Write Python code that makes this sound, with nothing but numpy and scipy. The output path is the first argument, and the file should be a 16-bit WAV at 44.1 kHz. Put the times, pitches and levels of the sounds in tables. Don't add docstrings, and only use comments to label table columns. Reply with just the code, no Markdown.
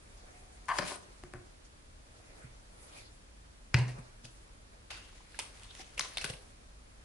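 import sys
import numpy as np
from scipy import signal
from scipy.io import wavfile

SR = 44100
rng = np.random.default_rng(int(sys.argv[2]) if len(sys.argv) > 2 else 0)


def wav_out(sig):
    wavfile.write(sys.argv[1], SR, np.round(np.clip(np.atleast_2d(sig).T, -1, 1) * 32767).astype(np.int16))


def level_to_linear(level):
    exponent = np.asarray(level, float) / 20
    return 10 ** exponent


N = 310464

# t/s, level/dB
JUDDER = [
    (0.683, -32),
    (0.691, -28.5),
    (0.698, -21.5),
    (0.703, -24.5),
    (0.712, -25),
    (0.721, -24),
    (0.726, -37),
    (0.729, -34),
    (0.78, -52),
]
# f/Hz, level/dB, t60/s
STAND_MODES = [(737, -12, 0.056), (985, -3, 0.041), (1050, 0.5, 0.025), (1216, -3.5, 0.025),
               (1590, -10.5, 0.039), (1750, -5, 0.019), (2040, -4.5, 0.0073), (3070, -11, 0.0076),
               (4660, -22, .02)]
# t/s, level/dB, upper-mode share/dB
SLIPS = [(0.6841, -32, 4), (0.6867, -33, 3), (0.6899, -24, 0.5), (0.694, -34, 2), (0.6985, -35, 5),
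         (0.702, -28, -2), (0.7084, -30, -9), (0.7148, -31, -6), (.7192, -25.5, -5), (0.7278, -29, -9),
         (0.7317, -37, -8), (0.7389, -35, -2), (0.7445, -33, -4), (0.7565, -36, 4), (0.7675, -37, -5),
         (0.772, -42, -2)]
# f/Hz, level/dB, t60/s
PRESSED_MODES = [(1065, 1, .028), (965, -9, .024), (1540, -10, .022), (1720, -9, .018), (2010, -11, .016)]
BREAKS_FREE_S, EASED_PITCH, EASED_RING = .7245, 0.89, .6
# t/s, level/dB, rise/s, fall/s
DRAG = [
    (0.79, -32.5, 0.0023, 0.021),
    (0.822, -37.5, 0.093, 0.065),
    (0.908, -43, 0.12, 0.091),
]
# t/s, level/dB, rise/s, fall/s
SLIDE = [
    (0.684, -43, 0.0027, 0.033),
    (0.779, -41.5, 0.089, 0.041),
    (0.787, -33, 0.0085, 0.017),
    (0.88, -39, 0.088, 0.15),
]
LEAVES_PLATE_S, LEAVING_S = 0.96, 0.01
# f/Hz, level/dB, t60/s
COASTER_MODES = [(198, -8, 0.016), (360, -4.5, 0.026), (595, -2, 0.071), (727, -2, 0.031),
                 (988, 3.5, 0.034), (1270, -1.5, 0.024), (1460, -4, 0.045), (1750, 6, 0.0057),
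                 (2500, 0, 0.0075), (4050, -7, 0.012), (4880, -3.5, 0.011)]
# t/s, level/dB, left-right/dB
KNOCKS = [
    (0.786, -18, 7.5),
    (0.824, -39, 7),
    (0.918, -36, 6),
]
# t/s, level/dB, left-right/dB
LANDINGS = [
    (1.2368, -36, 3.5),
    (1.3365, -33, 4),
]
EDGE_CHOKE, EDGE_DB = 0.27, 6.5
# f/Hz, level/dB, t60/s
COASTER_DOWN_MODES = [(359, -2, 0.19), (567, -4, 0.052), (760, -3, 0.031), (900, -14, 0.021),
                      (1120, 1.5, 0.016), (1490, 0, 0.025), (1780, 1, 0.014), (2240, -7, 0.025),
                      (2590, -8.5, 0.017)]
# t/s, level/dB, rise/s, fall/s
SHUFFLE = [
    (1.243, -58, .001, 0.036),
    (1.343, -52, .001, 0.089),
]

# t/s, level/dB, f/Hz, dying/ms, broad part/dB
MUG_TOUCHES = [
    (3.743, -27, 1020, 2, -25),
    (3.738, -42, 1400, 2.5, -24),
    (3.7424, -30, 4870, 2, -23),
    (3.7432, -22, 2060, 0.87, -21),
    (3.7436, -21, 5000, 1.5, -8),
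    (3.7459, -17, 2500, 1.3, -27),
    (3.7504, -30, 4500, 1.1, -24),
    (3.786, -31, 7500, 5.9, 7),
    (3.882, -42, 5070, 34, 5),
    (3.986, -49, 1200, 4.3, -8),
]
MUG_PAN_DB = 6
# f/Hz, level/dB, t60/s
MUG_MODES = [(325, -1, 0.012), (528, -6, 0.021), (700, -2.5, 0.012), (980, -4, 0.023), (1380, -2, 0.0064),
             (1800, 1, 0.012), (2050, 1, .01), (2440, -1, 0.011), (2760, -3, 0.012), (4400, 0, 0.0029),
             (5100, -13, 0.0069), (7500, -10, .002), (9500, -25, .002)]
# f/Hz, level/dB, t60/s
CLINK_MODES = [(2040, -24, .008), (2690, -40, 0.018), (4940, -24.5, 0.015), (1500, -35, 0.04)]
CLINK_S = 3.7426
# t/s, level/dB, rise/s, fall/s
SETTLE = [
    (3.748, -31.5, .001, 0.024),
    (3.775, -38, 0.027, 0.11),
    (3.883, -49.5, .02, 0.062),
]

# f/Hz, level/dB, t60/s, side of the node line
DESK_MODES = [(81.4, -26, .21, 1), (97.1, -22, .16, 1), (109.3, -13, .02, -1), (119.3, -15, .21, 1),
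              (124.7, -20, .58, -1), (138.2, -23, .35, -1), (149.3, -38, .48, -1), (181, -37, .3, 1),
              (203.6, -46, .6, 1), (249.7, -39, .08, 1), (349.2, -33, .08, -1)]
MUG_LANDS_S = 3.7425
STILLED_S, STILLING_S = 3.955, 0.055
# t/s, level/dB
PUSHES = [
    (1.338, -44),
    (2.437, -44),
    (3.985, -41.5),
    (4.237, -47),
]
# t/s, level/dB
PATS = [
    (0.689, -43.5),
    (0.789, -36),
    (1.238, -44),
    (3.985, -50),
    (5.995, -47),
    (6.246, -55),
    (6.298, -55),
    (6.33, -55),
]
# f/Hz, level/dB, t60/s
DESK_HELD_MODES = [(78, -2.5, 0.077), (122.4, -3, 0.37), (154, -5, 0.12), (242, -9.5, 0.13)]

# t/s, level/dB, f/Hz, dying/ms, left-right/dB
SNAPS = [(4.254, -41, 5500, 1.5, 14), (5.345, -45, 2680, 1.4, -4), (5.573, -46, 3150, 1.5, -12),
         (5.6335, -44, 2600, 2, -4), (5.645, -45, 3840, 3.7, -11), (5.706, -43, 3550, 13, -8),
         (5.751, -43, 3520, 1, -9), (5.875, -57, 4440, 1.3, -4), (5.946, -44, 6460, 1.3, -3),
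         (5.979, -25, 2580, 1.7, -4), (5.985, -42, 2690, 1.3, 0), (5.9925, -25, 2580, 1.3, -3),
         (5.995, -14, 6000, 0.43, 6), (6.003, -31, 4500, 1.5, 6), (6.0081, -21.5, 3860, 0.84, 3),
         (6.01, -24, 4130, 1.3, 6), (6.024, -44, 2680, 1.3, 5), (6.1714, -22, 3230, 4.7, 1.5),
         (6.181, -24, 3830, 1, 6), (6.338, -41, 2780, 1.7, -3)]
# t/s, level/dB, f/Hz, dying/ms, left-right/dB
CRACKS = [
    (5.39, -20.5, 2310, 4.3, -9),
    (5.397, -22.5, 3400, 2.9, 6),
    (5.596, -46, 4000, 1.3, -12),
    (6.183, -20, 2290, 0.48, 6),
    (6.243, -19, 3220, 1.6, 0),
    (6.245, -22.5, 2500, 4.8, 6),
    (6.251, -23, 3820, 2.7, 2),
    (6.298, -33, 2780, 2, -2),
]
SNAP_BROAD_DB, CRACK_BROAD_DB = -16, 0
# t/s, level/dB, f/Hz, dying/ms
THUDS = [(4.245, -47, 5500, 6.1), (4.973, -43, 1490, 9.9), (6.1725, -29.5, 1560, 2.9),
         (2.965, -49, 2500, 40), (6.213, -29, 2500, 14), (4.903, -46, 3570, 20), (5.389, -29, 948, 3.6),
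         (5.794, -36, 780, 6.8), (5.996, -18.5, 1150, 4.2), (6.05, -37, 3300, 11), (6.174, -34, 3550, 1.6),
         (6.2445, -35, 920, 3.5), (6.299, -30, 700, 2.6)]
THUD_PAN_DB, THUD_BROAD_DB, THUD_BROAD_DB_PER_OCTAVE = -2, -13, 1
# t/s, level/dB, rise/s, fall/s
CRACKLE = [(4.905, -50.5, 0.0033, 0.19), (4.961, -58, 0.013, 0.082), (5.05, -64, 0.24, 0.91),
           (5.355, -58, 0.075, 0.18), (5.63, -58, 0.49, 0.13), (5.712, -65, 0.07, .11),
           (5.75, -55.5, 0.045, 0.19), (5.81, -56, 0.043, 0.05), (5.86, -64, .021, 0.29),
           (5.979, -41.5, 0.0061, 0.03), (6.05, -49.5, 0.022, 0.038), (6.14, -57.5, 0.4, .3),
           (6.221, -44.5, 0.027, 0.02), (6.256, -46.5, .04, 0.13), (6.304, -38, 0.021, 0.013),
           (6.339, -53, 0.023, 0.026), (6.355, -71, .021, 0.11)]
# t/s, level/dB
SPRINGS = [
    (5.404, -42.5),
    (6.013, -39.5),
    (6.184, -41.5),
]
SPRING_RISE_S, SPRING_FALL_S, RELAX_DB, RELAX_FALL_S = 0.0061, 0.007, -10, 0.13
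# f/Hz, level/dB per Hz
FILM = [(250, -17), (500, -6.5), (1000, -8.5), (2000, -6), (3000, -6.5), (5000, -9), (7500, -17),
        (11000, -11.5)]
# t/s, level/dB, left-right/dB
PRICKS = [(4.9045, -40, 0), (5.3975, -29, 3), (5.5965, -33, -4), (5.6338, -34, -3), (5.6358, -31, -3),
          (5.6415, -34, -3), (5.7518, -26, -4), (5.9927, -21, 0), (5.9951, -11, 4), (5.9966, -15, 2),
          (6.1717, -15, 2), (6.1738, -18, 2), (6.2437, -24, 2)]
PRICK_LOW_HZ = 1800

# t/s, level/dB, f/Hz, t60/ms, left-
# right/dB
PINGS = [(.7875, -21, 1780, 27, 4), (0.7939, -36.5, 187, 61, 0), (3.7435, -24, 1900, 5, 4),
         (3.8805, -38, 6200, 3, 3), (4.2435, -50, 3480, 20, 1), (4.247, -51, 2930, 20, 3),
         (4.251, -44, 2600, 20, 3), (4.2542, -41, 3100, 4, 3), (4.2524, -46, 9200, 5, 3),
         (5.3895, -37.5, 900, 35, -1.5), (5.3896, -37, 2240, 14, -1.5), (5.397, -28, 5040, 5.6, 5),
         (5.3985, -33, 2570, 9, 1.5), (5.634, -39, 8000, 1.2, -3), (5.7527, -43, 2800, 1.5, -3),
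         (5.7945, -49, 2100, 14, -1.5), (5.7975, -43.5, 760, 45, -1.5), (5.9949, -24, 5940, 4.4, 6),
         (5.996, -30, 1148, 17, 4), (.8245, -39, 1780, 18, 1), (.9185, -30, 1003, 25, 4),
         (5.9783, -32, 2610, 19, -1.5), (5.9865, -38, 2700, 12, 3), (6.0085, -26, 1510, 6.3, 0),
         (6.047, -45, 1030, 90, 3), (6.056, -40, 1037, 60, 3), (6.1712, -25, 3600, 10, 1),
         (6.1735, -40, 3270, 11, 2.5), (6.1798, -31, 3940, 8.3, 2.5), (6.1828, -32, 2120, 14, 0),
         (6.2135, -34, 5670, 25, 1.5), (6.2185, -36, 2810, 25, 1.5), (6.2425, -29, 3330, 8, 5),
         (6.2427, -30, 1600, 13, 4), (6.3005, -39, 5200, 6, 1.5), (6.2455, -30.5, 2450, 14, 10),
         (6.2995, -35, 3000, 9.5, 1.5), (6.3372, -39, 2760, 12, -1),
         (.797, -37, 273, 52, -2),
    (2.2, -53.5, 720, 34, 1.5),
    (5.7957, -46.5, 330, 43, 1.5),
    (6.1718, -35.5, 660, 13, 2.5),
    (6.2446, -36.5, 416, 28, 2.5),
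    (6.2535, -40, 900, 14, 2.5),
    (6.302, -38, 514, 32, 1.5),
    (6.304, -42.5, 736, 30, 1.5),
    (.918, -40, 403, 32, 2),
]
# t/s, level/dB, f/Hz, t60/ms, left-right/dB
DRY_PINGS = [
    (3.7435, -9.5, 2300, 5, 4),
    (3.984, -38, 140, 50, 0),
    (6.2455, -36, 145, 50, 1),
    (6.2985, -31, 132, 48, 1),
    (6.3325, -41, 145, 60, 1),
    (5.995, -18, 2200, 3, 1),
    (3.746, -20, 2550, 9, 4),
]
CYCLES_MAX = 32

# t/s, dull rub level/dB, rise/s, fall/s, brightness/dB
SLEEVE = [(.3, -64.5, 1.2, 0.8, -1.5), (.58, -69, 0.34, 0.44, -1.5), (1.04, -64, .08, 0.6, -2.5),
          (1.46, -70.5, 0.056, 0.27, -2), (1.652, -69.5, 0.019, 0.043, 7.5), (2.17, -66.5, 0.14, .1, -1),
          (2.384, -60.5, 0.4, 0.37, -4.5), (2.84, -64, 0.33, 0.31, -1.5), (2.962, -59.5, 0.21, 0.2, 3.5),
          (3.99, -55, 0.088, 0.039, -6), (4.02, -63.5, .15, 0.28, -5), (4.251, -60.5, 0.024, 0.059, 9),
          (4.3, -73.5, .03, 0.26, 8.5), (4.47, -70.5, 0.52, 0.74, -8), (4.725, -65.5, 0.023, 0.14, -8),
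          (6.42, -67.5, 0.063, 0.48, 0.5), (6.64, -68, .11, .021, -7), (7.03, -72, .21, .11, -3)]
# f/Hz, level/dB per Hz
RUB = [(150, -14), (400, 2), (1000, -2), (2500, -6.5), (5000, -60)]
# f/Hz, level/dB per Hz
BRUSH = [(960, -25), (2000, 4), (3000, 4), (6000, 3), (10800, 2.5)]
# f/Hz, level/dB per Hz
SHEEN = [(960, -18), (2000, 2), (5000, -1.5), (8000, -5.5), (10800, -2)]

# t/s, level/dB, f/Hz, dying/ms, left-right/dB
TICKS = [
    (0.657, -46, 7500, 1.3, 5),
    (5.125, -53, 950, 6.5, 1.5),
    (5.204, -51, 900, 7, -1),
    (5.344, -43.5, 1670, 6.5, -2),
]
TICK_BROAD_DB = -38
# t/s, level/dB, rise/s, fall/s, f/Hz
WHISTLES = [
    (.31, -62.5, 0.22, 0.58, 739),
    (.958, -48, .012, 0.026, 9000),
    (4.91, -49.5, .008, 0.18, 2780),
    (4.97, -57, .06, .05, 3750),
    (4.91, -51, .008, 0.14, 4650),
    (5.71, -55.5, 0.057, .05, 3650),
    (5.815, -49.5, 0.075, 0.022, 5450),
    (2.83, -57.5, .1, 0.12, 10000),
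    (2.985, -55, 0.07, .03, 2430),
]
# f/Hz, ring/cycles
WHISTLE_CYCLES = [(738, 69), (2900, 14), (3600, 28), (5500, 6.3), (8970, 260), (9900, 9.2)]

# f/Hz, level/dB per Hz
ROOM_TONE = [(12, -32), (20, -5.5), (53, -0.5), (67, -8), (81, -2.5), (111, -17.5), (312, -19),
             (385, -22.5), (528, -20.5), (785, -26), (1170, -24), (1260, -25), (3270, -31), (3930, -31),
             (11000, -35.5), (14300, -58), (22000, -120)]
ROOM_TONE_DB = -55
# f/Hz, left-right likeness
FAR_LIKENESS = [(60, 1), (130, 0.75), (270, 0.29), (560, -0.12), (1170, -0.47), (2460, -0.22),
                (5180, -0.15), (10900, -0.035)]
# f/Hz, left-right likeness
NEAR_LIKENESS = [(60, 0.94), (220, 0.83), (810, 0.32), (2960, 0.11), (10900, 0.18)]
# f/Hz, t60/s
REVERB = [(150, 0.63), (500, 0.42), (2000, 0.26), (5000, 0.32), (10000, 0.32)]
LEFT_LAG = 1
CUTOFF_HZ = 11016
SWELL_DB = 20
EDGES = 20 * 2 ** np.arange(0, 9.6, .5)


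def coaster():
    judder = level_to_linear(-9) * rubbed(in_time(JUDDER)[0], STAND_MODES, 2500, 1.2)
    rumble = rubbed(swells(DRAG), COASTER_MODES, 1500, 0.96)
    shuffle = rubbed(swells(SHUFFLE), COASTER_DOWN_MODES, 1500, 3.4)
    sheen = coloured(grains(9000, 1.7), SHEEN, NEAR_LIKENESS, patchy_db=1.0)
    hiss = swells(SLIDE) * stilled(LEAVES_PLATE_S, LEAVING_S) * sheen
    cracks = burst([(s, db - 1.0, 4500, 1.5, pan, -9) for s, db, pan in KNOCKS], width=1.47)
    ticks = burst([(s, db - 3.0, 1700, .9, pan, -12) for s, db, pan in LANDINGS], width=12.0)
    knocks = level_to_linear(-13.0) * struck(KNOCKS, COASTER_MODES, 2.2, 1.5)
    gripped = [(hz, db + EDGE_DB, t60 * EDGE_CHOKE) for hz, db, t60 in COASTER_DOWN_MODES]
    landed = struck(LANDINGS[:1], gripped, 1, 1.5) + struck(LANDINGS[1:], COASTER_DOWN_MODES, 1, 1.5)
    rubbing = judder + rumble + shuffle + hiss
    return rubbing * placed(4.4) + knocks + level_to_linear(-9.0) * landed + cracks + ticks


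def slips():
    rows, plate = np.array(SLIPS), 0
    held = rows[:, 0] < BREAKS_FREE_S
    for group, pitch, left in ((rows[held], 1, 1), (rows[~held], EASED_PITCH, EASED_RING)):
        s, db, upper_db = group.T
        for k, (hz, mode_db, t60) in enumerate(PRESSED_MODES):
            blows = click(s, db + upper_db * (k > 1))
            plate = plate + level_to_linear(mode_db) * ring(blows, hz * pitch, t60 * left)
    return band(band(plate, 860, 2550), 700, 3000) * placed(4.4)


def mug():
    touches = [(*row, MUG_PAN_DB, broad_db) for *row, broad_db in MUG_TOUCHES]
    blow = click(CLINK_S, 0) * placed(MUG_PAN_DB)
    clink = sum(level_to_linear(db) * ring(blow, hz, t60) for hz, db, t60 in CLINK_MODES)
    creak = level_to_linear(1.0) * rubbed(swells(SETTLE), MUG_MODES, 9000, 1.8)
    return burst(touches, width=1.224) + clink + creak


def desk():
    blow = click(MUG_LANDS_S, 0)
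    boom = sum(side * level_to_linear(db) * ring(blow, hz, t60) for hz, db, t60, side in DESK_MODES)
    boom = boom * stilled(STILLED_S, STILLING_S)
    boom = np.stack([boom, np.roll(boom, 14)])
    light = struck([(s, db, -.3) for s, db in PUSHES], DESK_HELD_MODES, 1.0, 2.0)
    deadened = [(hz * 1.09, db, t60 * 0.3) for hz, db, t60 in DESK_HELD_MODES]
    light += struck([(s, db, -.3) for s, db in PATS], deadened, 2.2, 1.9)
    return boom + band(light, 55, 500)


def packet():
    clumps = level_to_linear(1.5 * drift(25))
    film = coloured(grains(5000 * clumps, 1.0), FILM, NEAR_LIKENESS, patchy_db=2.5)
    snaps = [(*row, SNAP_BROAD_DB) for row in SNAPS]
    cracks = [(*row, CRACK_BROAD_DB) for row in CRACKS]
    thuds = []
    for s, db, hz, ms in THUDS:
        broad_db = THUD_BROAD_DB + THUD_BROAD_DB_PER_OCTAVE * np.log2(hz * 0.00059)
        thuds.append((s, db, hz, ms, THUD_PAN_DB, broad_db))
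    spurts = [(s, db, SPRING_RISE_S, SPRING_FALL_S) for s, db in SPRINGS]
    relaxing = [(s, db + RELAX_DB, SPRING_RISE_S, RELAX_FALL_S) for s, db in SPRINGS]
    bed = level_to_linear(4.0) * swells(CRACKLE + spurts + relaxing) * film * placed_bed()
    return burst(sorted(snaps + cracks), width=1.27) + burst(thuds, width=1.13) + bed


def placed_bed():
    return placed(2.2)


def pricks():
    s, db, pan_db = np.transpose(PRICKS)
    clicks = [click(s, db + side * pan_db) for side in (.5, -.5)]
    return signal.sosfilt(signal.butter(2, PRICK_LOW_HZ, "high", fs=SR, output="sos"), clicks)


def pings(rows):
    tones = 0
    for s, db, hz, ms, pan_db in rows:
        t60 = np.clip(ms / 1000, 3 / hz, CYCLES_MAX / hz)
        tone = band(ring(click(s, db), hz, t60), hz / 1.75, hz * 1.76)
        tones = tones + tone * placed(pan_db)
    return tones


def sleeve():
    dull = swells([row[:-1] for row in SLEEVE])
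    bright = swells([(s, db + bright_db, rise, fall) for s, db, rise, fall, bright_db in SLEEVE])
    white = rng.standard_normal((2, 2, N))
    rub = coloured(white, RUB, FAR_LIKENESS, 2.5)
    return dull * rub + bright * coloured(white[::-1], BRUSH, FAR_LIKENESS, 3.6)


def faint():
    out = burst([(*row, TICK_BROAD_DB) for row in TICKS], width=1.29)
    air = rng.standard_normal((2, N))
    for *row, hz in WHISTLES:
        out = out + swells([row]) * rms_one(ring(air, hz, at_hz(WHISTLE_CYCLES, hz) / hz))
    return out


def room(x):
    t = np.arange(SR // 2) / SR
    white = rng.standard_normal((2, len(t)))
    tail = 0
    for low, high in zip(EDGES[5:-1], EDGES[6:]):
        tail = tail + band(white, low, high) * level_to_linear(-60 * t / at_hz(REVERB, low))
    tail *= np.clip((t - .003) / 0.022, 0, 1)
    tail /= np.sqrt(np.sum(tail ** 2) / 2)
    return signal.fftconvolve(x.mean(axis=0)[None], tail, axes=1)[:, :N]


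def room_tone():
    white = rng.standard_normal((2, 2, N))
    return level_to_linear(ROOM_TONE_DB) * coloured(white, ROOM_TONE, FAR_LIKENESS, patchy_db=0.23)


def rubbed(force, modes, per_s, spread_db):
    blows = grains(per_s, spread_db)[0]
    blows = (blows[0] + 0.37 * blows) * force
    body = sum(level_to_linear(db) * (-1) ** k * ring(blows, hz, t60) for k, (hz, db, t60) in enumerate(modes))
    return rms_one(body) * np.sqrt(np.mean(force ** 2))


def struck(blows, modes, spread_db, unlike_db):
    s, level_db, pan_db = np.transpose(blows)
    luck, out = rng.standard_normal((len(blows), len(modes), 2)), np.zeros((2, N))
    for k, (hz, mode_db, t60) in enumerate(modes):
        clicks = np.zeros((2, N))
        lean_db = np.outer([.5, -.5], np.clip(pan_db, -6, 6) + unlike_db * luck[:, k, 1])
        strength = level_to_linear(level_db + mode_db + spread_db * luck[:, k, 0] + lean_db)
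        clicks[:, (s * SR).astype(int)] = (-1) ** k * strength
        out += ring(clicks, hz, t60)
    return out


def burst(rows, width):
    out, t = np.zeros((2, N)), np.arange(2000) / SR
    noises = rng.standard_normal((len(rows), 3, 2000))
    for (s, level_db, hz, ms, pan_db, broad_db), noise in zip(rows, noises):
        puff = (noise[0] + 1.05 * noise[1:]) * np.exp(-t / (max(ms, .2) / 1000))
        puff = band(puff, hz / width, min(hz * width, 14000)) + level_to_linear(broad_db) * band(puff, 610, 22000)
        i = round(s * SR)
        out[:, i:i + 2000] += puff / np.abs(puff).max() * level_to_linear(level_db) * placed(np.clip(pan_db, -6, 6))
    return out


def ring(clicks, hz, t60):
    r, w = level_to_linear(-60 / (t60 * SR)), 2 * np.pi * hz / SR
    busy = np.flatnonzero(np.abs(clicks).reshape(-1, N).max(axis=0) > 1e-7)
    span, out = slice(busy[0], busy[-1] + int(2 * t60 * SR)), np.zeros(clicks.shape)
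    out[..., span] = signal.lfilter([0, np.sin(w)], [1, -2 * r * np.cos(w), r * r], clicks[..., span] + 1e-18)
    return out


def click(s, db):
    out = np.zeros(N)
    out[np.round(np.asarray(s) * SR).astype(int)] = level_to_linear(db)
    return out


def grains(per_s, spread_db):
    shape = (2, 2, N)
    sizes = level_to_linear(spread_db * np.minimum(rng.exponential(1, N), 4)) * (rng.random(N) < per_s / SR)
    return sizes * rng.standard_normal(shape) + 1e-9


def coloured(white, spectrum, likeness, patchy_db):
    out = 0
    for k, (low, high) in enumerate(zip(EDGES, EDGES[1:])):
        hz = np.sqrt(low * high)
        if spectrum[0][0] / 1.2 < hz < spectrum[-1][0] * 1.2:
            draw = white[k % 2]
            led_in = np.concatenate([draw[:, -SR // 4:], draw], axis=1)
            mid, side = band(led_in, low, high)[:, -N:]
            alike = np.clip(at_hz(likeness, hz), -1, 1)
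            gain = level_to_linear(at_hz(spectrum, min(hz, CUTOFF_HZ)) + patchy_db * drift(9.0))
            out = out + gain * (np.sqrt(1 + alike) * mid + np.sqrt(1 - alike) * side * [[1], [-1]])
    return rms_one(out)


def swells(rows):
    t, power = np.arange(0, N + 8, 8) / SR, 0
    for s, db, rise, fall in rows:
        away = np.where(t < s, (s - t) / max(rise, 1e-3), (t - s) / max(fall, 1e-3))
        power = power + level_to_linear(2 * np.maximum(db - SWELL_DB * away, -200))
    return np.interp(np.arange(N) / SR, t, np.sqrt(power))


def in_time(*tables):
    t = np.arange(N) / SR
    return sum(level_to_linear([np.interp(t, rows[0], c, -200, -200) for c in rows[1:]]) for rows in map(np.transpose, tables))


def stilled(start_s, length_s):
    return level_to_linear(-SWELL_DB * np.maximum(np.arange(N) / SR - start_s, 0) / length_s)


def drift(rate):
    r = np.exp(-80 * np.pi * rate / SR)
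    slow = signal.lfilter([1], [1, -2 * r, r * r], rng.standard_normal(N // 40 + 2002))[2000:]
    return np.interp(np.arange(N) / 40, np.arange(len(slow)), rms_one(slow))


def placed(pan_db):
    return level_to_linear([[pan_db / 2], [-pan_db / 2]])


def band(x, low_hz, high_hz):
    return signal.sosfilt(signal.butter(2, [low_hz, high_hz], "band", fs=SR, output="sos"), x)


def at_hz(points, hz):
    return np.interp(np.log(hz), np.log(np.array(points)[:, 0]), np.array(points)[:, 1])


def rms_one(x):
    return x / np.sqrt(np.mean(x ** 2) + 1e-20)


def scene():
    near = coaster() + slips() + mug() + packet() + pings(PINGS) + pricks()
    near[0] = np.roll(near[0], LEFT_LAG)
    without_room = desk() + pings(DRY_PINGS)
    return near + level_to_linear(-5.5) * room(near) + without_room + level_to_linear(4.0) * sleeve() + faint() + room_tone()


def roll_off(x):
    return signal.sosfilt(signal.butter(12, 11480, fs=SR, output="sos"), x)


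def record(dry):
    cut = signal.sosfilt(signal.ellip(10, .5, 33, CUTOFF_HZ, fs=SR, output="sos"), dry)
    return roll_off(cut)


dry = scene()
out = record(dry)
wav_out(out)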